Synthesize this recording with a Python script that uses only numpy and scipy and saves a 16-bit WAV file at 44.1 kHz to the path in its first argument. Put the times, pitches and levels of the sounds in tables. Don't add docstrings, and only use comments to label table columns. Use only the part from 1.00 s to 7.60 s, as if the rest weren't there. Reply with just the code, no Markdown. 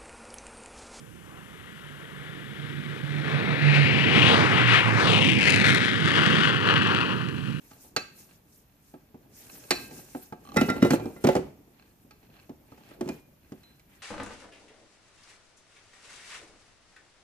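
import sys
import numpy as np
from scipy import signal
from scipy.fft import rfft, irfft
from scipy.io import wavfile
from scipy.ndimage import uniform_filter1d, map_coordinates

SR = 44100
rng = np.random.default_rng(int(sys.argv[2]) if len(sys.argv) > 2 else 0)


def int16_out(signal):
    q = np.round(np.clip(np.atleast_2d(signal).T, -1, 1) * 32767)
    wavfile.write(sys.argv[1], SR, q.astype(np.int16))


def field_ratio(decibels):
    return 10 ** (np.asarray(decibels, dtype=float) / 20)


N = 291060

# t/s, level/dB, lean/dB
PASS = [(0.0, -60.5, 10.5), (0.79, -52, -1), (2.06, -43.5, 5), (2.79, -23.5, -7), (2.96, -25, -6.5),
        (3.2, -25.5, -3.5), (3.53, -22, -5.5), (3.77, -24, -9.5), (3.93, -24, -4.5), (4.1, -21.5, -4.5),
        (4.36, -25.5, -3), (4.45, -22.5, -7.5), (4.72, -24, -3.5), (4.98, -28.5, -1), (5.22, -24, -4),
        (5.99, -30, 0), (6.36, -42.5, 6.5), (6.6, -46, 7.5)]
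PART_LEVEL_DB = [2, -9, -1, -32]
PART_LEAN_SHARE = [1.035, 0.54, 0.13, -0.04]
PART_GUST_SHARE = [.3, .7, 1.01, 1.5]
# t/s, share in roar/0-1, share in sizzle/0-1
CRACKLE = [(0, 0, .05), (1.2, 0.02, 0), (1.8, 0.24, 0.5), (2.1, 0.46, 0.78), (2.4, 0.27, 0.27),
           (2.7, 0.1, 0.24), (3.0, 0.08, 0.23), (3.25, 0.52, 0.21), (3.55, 0.02, 0.54), (3.9, 0.33, 0.5),
           (4.2, 0.58, 0.61), (4.5, 0.65, 0.88), (4.75, 0.73, 0.74), (5.0, 0.69, 0.67), (5.5, 0.6, 0.46),
           (5.8, 0.56, 0.17), (6.1, 0.57, 0.45), (6.6, 0.44, 1)]
# f/Hz, density/dB
JET_SPECTRUM = [(18, -62), (30, -39), (54, -30.5), (98, -5.5), (138, 1), (289, -6.5), (473, -12.5),
                (605, -20.5), (1100, -16.5), (1470, -15), (2720, -15), (3150, -17.5), (4000, -22.5),
                (5550, -31), (9320, -40.5), (10800, -47.5), (14000, -63), (22000, -120)]
# t/s, sigma/s, level/dB
GUSTS = [(.3, 0.087, -0.5), (1.28, .06, 1.5), (1.7, 0.083, 1.5), (3.42, .03, 1), (6.164, 0.027, -1.5),
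         (4.252, .03, 1), (4.58, 0.032, -0.5), (0.71, 0.18, 1.5), (1.09, 0.11, 0.5), (1.483, 0.057, 0),
         (2.035, 0.03, -1), (2.322, 0.027, 3), (2.576, 0.035, -2.5), (2.755, 0.014, 2.5),
         (2.91, 0.017, -1.5), (3.18, 0.04, 5), (3.299, 0.057, 6), (3.525, .04, -1), (3.65, 0.061, -2),
         (3.754, 0.045, 5), (3.866, 0.13, -1.5), (4.022, 0.027, 4.5), (4.12, 0.036, 2), (4.367, 0.03, -2),
         (4.49, 0.02, 2), (4.684, 0.029, 2.5), (4.81, 0.018, -1.5), (4.86, .03, 0.5), (5.08, 0.025, 0),
         (5.272, .03, 0), (5.52, 0.017, -3.5), (5.827, .03, 0.5), (5.957, 0.027, 0.5), (1.9, 0.15, 0),
         (2.148, 0.035, 1), (5, 0.04, -1.5), (5.208, 0.037, 1), (5.467, 0.035, 2), (5.6, 0.041, -4.5),
         (5.696, 0.14, 2.5), (6.08, 0.053, 0.5), (6.315, 0.033, -2.5), (6.47, 0.086, 0.5)]
# t/s, sigma/s, level/dB
BILLOWS = [(1.2, 0.11, -3), (1.5, 0.17, 1), (1.9, .1, -0.5), (2.45, 0.068, 0.5), (2.96, 0.11, 3.5),
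           (3.2, .07, 2.5), (3.456, 0.049, -2.5), (3.9, 0.059, -4), (4.052, 0.046, -0.5), (4.17, 0.092, -3),
           (4.27, .04, 0), (0.75, .1, 0.5), (.3, .1, 0), (2.15, .08, -2), (6.037, 0.046, -1), (6.45, .1, 2),
           (3.68, .06, 0.5), (2.9, .04, 0.5), (4.433, 0.036, 0.5), (2.7, 0.088, -2), (4.345, 0.061, 3.5),
           (4.6, 0.069, 0.5), (4.846, 0.094, -1.5), (5.1, 0.078, 1), (5.34, 0.041, 3), (5.6, 0.071, -1),
           (5.844, 0.035, 2), (6.2, 0.11, 0)]
# t/s, sigma/s, level/dB
GROUND_ECHO = [(.1, .12, 2.5), (0.398, 0.15, 4.5), (1.1, 0.32, 5.5), (0.752, 0.13, 0.5), (1.3, .08, 0.5),
               (2.05, 0.089, 1), (6.104, 0.12, 3), (2.504, 0.028, 2.5), (1.5, 0.13, -2),
               (1.753, 0.27, -0.5), (2.605, 0.12, 2.5), (3.15, 0.036, 1), (3.562, 0.06, 0),
               (3.877, 0.068, 1), (4.138, 0.027, 2), (4.6, .1, 2.5), (4.9, 0.19, -1.5), (5.203, .1, 0.5),
               (5.904, 0.22, 2), (2.338, 0.14, 5.5), (2.913, 0.082, 0), (3.365, 0.032, 0.5),
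               (3.46, 0.051, 1), (3.97, .04, -2.5), (3.697, 0.036, -4.5), (4.05, 0.05, -1),
               (4.336, 0.095, -5.5), (5.55, 0.25, 2.5), (6.41, 0.14, -3)]
# t/s, sigma/s, lag change/ms, strength change
PANNING = [(.15, 0.32, 0.022, -0.23), (2.2, 0.39, 0.0034, -0.051), (1.1, .4, 0.0084, -0.024),
           (2.95, 0.065, 0.0073, -0.02), (3.196, 0.13, 0.043, -0.21), (3.36, 0.036, -0.042, 0.048),
           (3.45, 0.05, -0.034, -0.02), (3.57, 0.034, -0.02, -0.031), (3.872, 0.07, 0.013, 0.16),
           (4.005, 0.05, -0.025, 0.18), (4.123, 0.027, 0.026, 0), (4.25, 0.058, 0.024, 0.14),
           (4.37, .05, 0.0061, 0.077), (4.6, 0.08, 0.0043, 0.077), (4.82, 0.098, 0.014, 0.021),
           (5.1, 0.16, 0.019, -0.064), (5.7, 0.13, 0.0071, 0.018), (6.3, 0.36, -0.019, 0.088)]
# t/s, f/Hz
HOWL_PITCH = [
    (0, 146),
    (2.7, 145),
    (3.0, 141),
    (3.3, 133),
    (3.5, 128),
    (3.7, 119),
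    (4.0, 110),
    (4.3, 104),
    (4.8, 99),
]
# t/s, sigma/s, peak level/dB
SURGES = [(1.01, 0.12, -50.5), (1.236, 0.051, -46), (1.673, 0.087, -38), (1.82, 0.063, -45),
          (1.91, 0.02, -35), (2.042, 0.0068, -29), (2.185, 0.084, -31.5), (2.353, 0.022, -25),
          (2.51, 0.033, -29), (2.678, 0.037, -17), (2.8, 0.035, -20), (2.93, 0.093, -28),
          (3.167, 0.042, -39), (3.273, 0.055, -34), (3.422, 0.055, -47), (3.562, 0.042, -29.5),
          (3.696, 0.053, -24.5), (3.904, 0.051, -26.5), (3.798, 0.037, -42), (4.02, 0.056, -34),
          (4.146, 0.053, -28), (4.247, 0.055, -39), (4.373, 0.027, -47), (4.55, 0.048, -30.5)]
# t/s, edge peak/dB, body peak/dB
SHOCKS = [(4.1075, -26, -6), (4.1144, -29, -9), (4.123, -23, -11), (4.1326, -25, -4),
          (4.182, -24, -15), (4.2075, -30, -11), (4.225, -33, -5), (4.2464, -37, -1),
          (4.253, -26.1, -10), (4.275, -25, -16), (4.2926, -30, -10), (4.3017, -27, -6),
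          (4.3196, -23, -1), (4.3413, -27, -14), (4.354, -25, -7), (4.3876, -25, -11),
          (4.4126, -24, -6), (4.4307, -20, -0.5), (4.4555, -27, -9), (4.475, -24, 2),
          (4.4942, -21, -1), (4.5049, -8.5, -14), (4.512, -23.9, -7), (4.524, -17, 1),
          (4.536, -24.1, -2), (4.5431, -22, -2), (4.5494, -21.3, -10.4), (4.5613, -13.5, -2),
          (4.5775, -26, -4), (4.6015, -21, 0), (4.6151, -25, -0.5), (4.6465, -28, 3), (4.6537, -24, 2),
          (4.6666, -21.5, -10), (4.679, -19.8, -5), (4.6873, -23, 0), (4.6998, -20, -4),
          (4.7067, -20, -14), (4.7212, -23.7, -19), (4.728, -25, -1), (4.735, -22, -9),
          (4.748, -15.5, -3), (4.76, -24.2, -6), (4.7726, -24.4, -18), (4.7835, -26, -7),
          (4.851, -27, 0), (4.859, -30, -4), (4.867, -35, -5), (4.8736, -36, -7), (4.8826, -37, 0),
          (5.0078, -27, -16), (5.053, -29.2, -8), (5.0593, -23, -5), (5.0763, -27, -5),
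                (5.083, -27.1, -8), (5.0871, -26.8, -1), (5.1195, -23, -18), (5.164, -28.2, -3),
                (5.191, -32, 1.5), (5.2436, -29, -11), (5.2629, -18, 3.5), (5.2698, -26, -13),
                (5.276, -27.0, -6), (5.303, -27.0, -5), (5.3548, -25, -3), (5.41, -30.0, -4),
                (5.455, -31, -5), (5.4608, -28.1, -9.6), (5.483, -37, -3), (5.5324, -31, -12),
                (5.5457, -32.2, -11), (5.5606, -33.4, -12.7), (5.5685, -35.6, -10.2), (5.6046, -35.0, -15),
                (5.614, -38, -15), (5.6748, -29.6, -4), (5.6891, -29.3, 5), (5.704, -33.9, -6),
                (5.7096, -30, 1), (5.74, -27.2, 2.5), (5.763, -33, 0), (5.779, -37, 0), (5.822, -31, -6),
                (5.8324, -30, -6), (5.8728, -26, -6), (5.9134, -38, -5), (5.929, -38, -11),
                (5.949, -25, -3), (5.9645, -38, -4), (5.973, -36, -8), (5.9878, -38, -3), (6.0055, -37, -5),
                (6.014, -37, -2), (6.1641, -38, -26), (6.2155, -44, -13), (6.288, -35, -13),
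                (6.296, -41, -18), (6.382, -42.4, -18), (6.477, -47, -19), (6.571, -43, -27.1)]
# t/s, peak/dB
SPIKES = [(4.4975, -44), (4.5047, -35), (4.5494, -43), (4.5615, -40), (4.6015, -46), (4.6537, -46),
          (4.6666, -45), (4.679, -40), (4.6998, -43), (4.748, -32), (4.761, -42)]
# f/Hz, density/dB
HISS_SPECTRUM = [(1760, -40), (3000, -19), (4640, -7), (5550, -3.5), (6140, -3.5), (6920, -2.5),
                 (8740, -2.5), (12500, -1), (16200, -33), (22000, -120)]
# f/Hz, density/dB
MOTOR_SPECTRUM = [(12, -49), (20, -21), (32, -12), (59, -3), (65, -1), (90, -1), (120, -9), (200, -120)]

RUMBLE_TOP_HZ, GROWL_TOP_HZ, ROAR_TOP_HZ = 461, 1180, 4290
TIME_S = np.arange(N) / SR


def curve(table):
    s, *columns = np.transpose(table)
    return [np.interp(TIME_S, s, column) for column in columns]


def bumps(s, sigma_s, size):
    t = np.arange(0, N, 32) / SR
    swells = sum(g * np.exp(-0.5 * ((t - a) / w) ** 2) for a, w, g in zip(s, sigma_s, size))
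    return np.interp(TIME_S, t, swells)


def unit(x):
    return x / np.sqrt(np.mean(x ** 2))


def walk(rate_hz):
    hold = int(SR / rate_hz)
    steps = np.repeat(rng.standard_normal(N // hold + 1), hold)
    return unit(uniform_filter1d(uniform_filter1d(steps, hold), hold)[:N])


def coloured(x, spectrum):
    hz, db = np.transpose(spectrum)
    size = 8192
    log_hz = np.log(np.fft.rfftfreq(size, 1 / SR) + 1)
    cepstrum = irfft(np.log(field_ratio(np.interp(log_hz, np.log(hz), db))))
    cepstrum[1:size // 2] *= 2
    cepstrum[size // 2 + 1:] = 0
    return signal.fftconvolve(x, irfft(np.exp(rfft(cepstrum))))[:N]


def under(x, hz):
    return signal.sosfiltfilt(signal.butter(3, hz, fs=SR, output="sos"), x)


def cut(x, hz, kind):
    return signal.lfilter(*signal.butter(1, hz, kind, fs=SR), x)


def capped(x):
    return signal.sosfilt(signal.ellip(10, 0.2, 70, 13620, fs=SR, output="sos"), x)


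def two_pickups(x, treble_share):
    s, sigma_s, lag_change_ms, strength_change = np.transpose(PANNING)
    abeam_s, abeam_lag_ms = 3.717, 0.026
    along_s = TIME_S - abeam_s
    going = along_s > 0
    swing_s = np.where(going, 1.193, 0.95)
    end_on_lag_ms = np.where(going, 0.774, 0.62)
    end_on = np.abs(along_s) / np.hypot(along_s, swing_s)
    lag_ms = np.hypot(end_on_lag_ms * end_on + bumps(s, sigma_s, lag_change_ms), abeam_lag_ms)
    lag_samples = SR / 1000 * lag_ms * (1 + 0.02 * walk(12))
    copy = x * treble_share + under(x, 4100) * (1 - treble_share)
    late = map_coordinates(copy, [np.arange(N) - lag_samples], order=3)
    strength = np.where(going, 0.49, 0.48) + 0.12 * (1 - end_on)
    strength = np.clip(strength + bumps(s, sigma_s, strength_change), 0, 1)
    return (x + strength * late) / np.sqrt(1 + strength ** 2)


def turbulence(crackle, noise, fronts):
    crackle = np.clip(crackle, 0, 1)
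    return np.sqrt(1 - crackle) * noise + np.sqrt(crackle) * fronts


def jet():
    level_db, lean_db = curve(PASS)
    gust_db = bumps(*np.transpose(GUSTS))
    rumble_db, growl_db, roar_db, sizzle_db = (
        level_db + db + lean * lean_db + gust * gust_db
        for db, lean, gust in zip(PART_LEVEL_DB, PART_LEAN_SHARE, PART_GUST_SHARE))
    roar_crackle, sizzle_crackle = curve(CRACKLE)

    front_db = 2.27 * np.minimum(rng.exponential(size=N), 3.5)
    fronts = (rng.random(N) < 700 / SR) * field_ratio(front_db)
    fronts = unit(fronts - fronts.mean())
    noise = coloured(two_pickups(rng.standard_normal(N), 0.12), JET_SPECTRUM)
    fronts = coloured(two_pickups(fronts, 0.12), JET_SPECTRUM)

    eddies = walk(24.83)
    deep = turbulence(0.13 * roar_crackle, noise, fronts)
    rumble_db = rumble_db + bumps(*np.transpose(BILLOWS)) + 0.81 * walk(11)
    rumble = field_ratio(rumble_db) * unit(under(deep, RUMBLE_TOP_HZ))

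    softer = turbulence(0.35 * roar_crackle, noise, fronts)
    growl_db = growl_db + bumps(*np.transpose(GROUND_ECHO)) + eddies + 1.1 * walk(13)
    growl = field_ratio(growl_db) * unit(under(softer, GROWL_TOP_HZ) - under(softer, RUMBLE_TOP_HZ))

    blast = turbulence(roar_crackle, noise, fronts)
    roar_band = under(blast, ROAR_TOP_HZ) - under(blast, GROWL_TOP_HZ)
    roar = field_ratio(roar_db + 0.5 * eddies) * unit(roar_band)

    bright = turbulence(sizzle_crackle, noise, fronts)
    dull = under(bright, 12000)
    bright = dull + field_ratio(-6 + 4.5 * sizzle_crackle) * (bright - dull)
    sizzle_db = sizzle_db + 15.5 * sizzle_crackle + 0.5 * eddies
    sizzle = field_ratio(sizzle_db) * unit(bright - under(bright, ROAR_TOP_HZ))
    return rumble + growl + roar + sizzle


def howl():
    s, sigma_s, peak_db = np.transpose(SURGES)
    rest_db = -71
    size = field_ratio(rest_db) + bumps(s, sigma_s, field_ratio(peak_db))
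    hz, = curve(HOWL_PITCH)
    phase = 2 * np.pi * np.cumsum(hz * (1 + 0.0055 * walk(17))) / SR
    return np.sqrt(2) * size * field_ratio(0.2 * walk(24.8)) * np.sin(phase)


def click(spectrum):
    size = 512
    impulse = np.arange(size) == 0
    shape = irfft(np.abs(rfft(coloured(impulse, spectrum)[:2 * size])))
    return np.roll(shape, size) / shape.max()


def pulses(s, peak_db, spectrum):
    train = np.zeros(N)
    train[(s * SR).astype(int)] = field_ratio(peak_db)
    return signal.fftconvolve(train, click(spectrum), "same")


def shocks():
    s, edge_db, body_db = np.array(SHOCKS).T
    edge = pulses(s, edge_db - 2, [(2500, -17), (5000, 8), (7000, 5), (9500, 1), (10800, -3),
                                   (13500, -36), (15000, -70)])
    body = pulses(s, body_db - 8.5, [(300, -30), (800, -3), (1400, 4), (2500, 4), (4000, -3),
                                     (6000, -29.5), (12000, -38)])
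    far_from_s, far_over_s, dull_hz = 4.8, 0.3, 10200
    far = np.clip((TIME_S - far_from_s) / far_over_s, 0, 1)
    edge = (1 - far) * edge + far * under(under(edge, dull_hz), dull_hz)
    spike_s, spike_db = np.transpose(SPIKES)
    spike = pulses(spike_s, spike_db, [(8000, -40), (10500, -6), (12000, 4), (13500, -9),
                                       (15000, -22), (18000, -60)])
    return two_pickups(edge + spike + body, 0.84)


def scene():
    return np.tile(capped(jet()) + howl() + shocks(), (2, 1))


def tape_track(x):
    hiss = field_ratio(-63.5) * unit(coloured(rng.standard_normal(N), HISS_SPECTRUM[:-1]))
    motor = field_ratio(-59.5) * unit(coloured(rng.standard_normal(N), MOTOR_SPECTRUM))
    capsule_hz, capsule_width_hz, capsule_db = 9250, 900, -5
    ring = signal.lfilter(*signal.iirpeak(capsule_hz, capsule_hz / capsule_width_hz, fs=SR), x)
    return 2 * (x + field_ratio(capsule_db) * ring + capped(hiss) + motor)


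def stereo_spread(tape):
    crossover_hz, right_db, right_top_hz, right_late_s = 850, -1.1, 10900, 7e-6
    left = cut(tape, crossover_hz, "high")
    right = field_ratio(right_db) * cut(tape, crossover_hz, "low")
    right = right - 0.1 * (right - under(right, 1100))
    right = map_coordinates(right, [np.arange(N) - right_late_s * SR], mode="nearest")
    right = -under(under(right, right_top_hz), right_top_hz)
    spread = np.array([left, right])
    ceiling = 0.9
    left, right = spread / (1 + (spread / ceiling) ** 4) ** (1 / 4)
    right_end = signal.ellip(8, 0.1, 50, right_top_hz, fs=SR, output="sos")
    return np.array([left, signal.sosfiltfilt(right_end, right)])


def band_limit(x):
    return signal.sosfilt(signal.butter(12, 14800, fs=SR, output="sos"), x)


def record(dry):
    mix = stereo_spread(tape_track(dry[0]))
    return band_limit(mix)


dry = scene()
out = record(dry)
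int16_out(out)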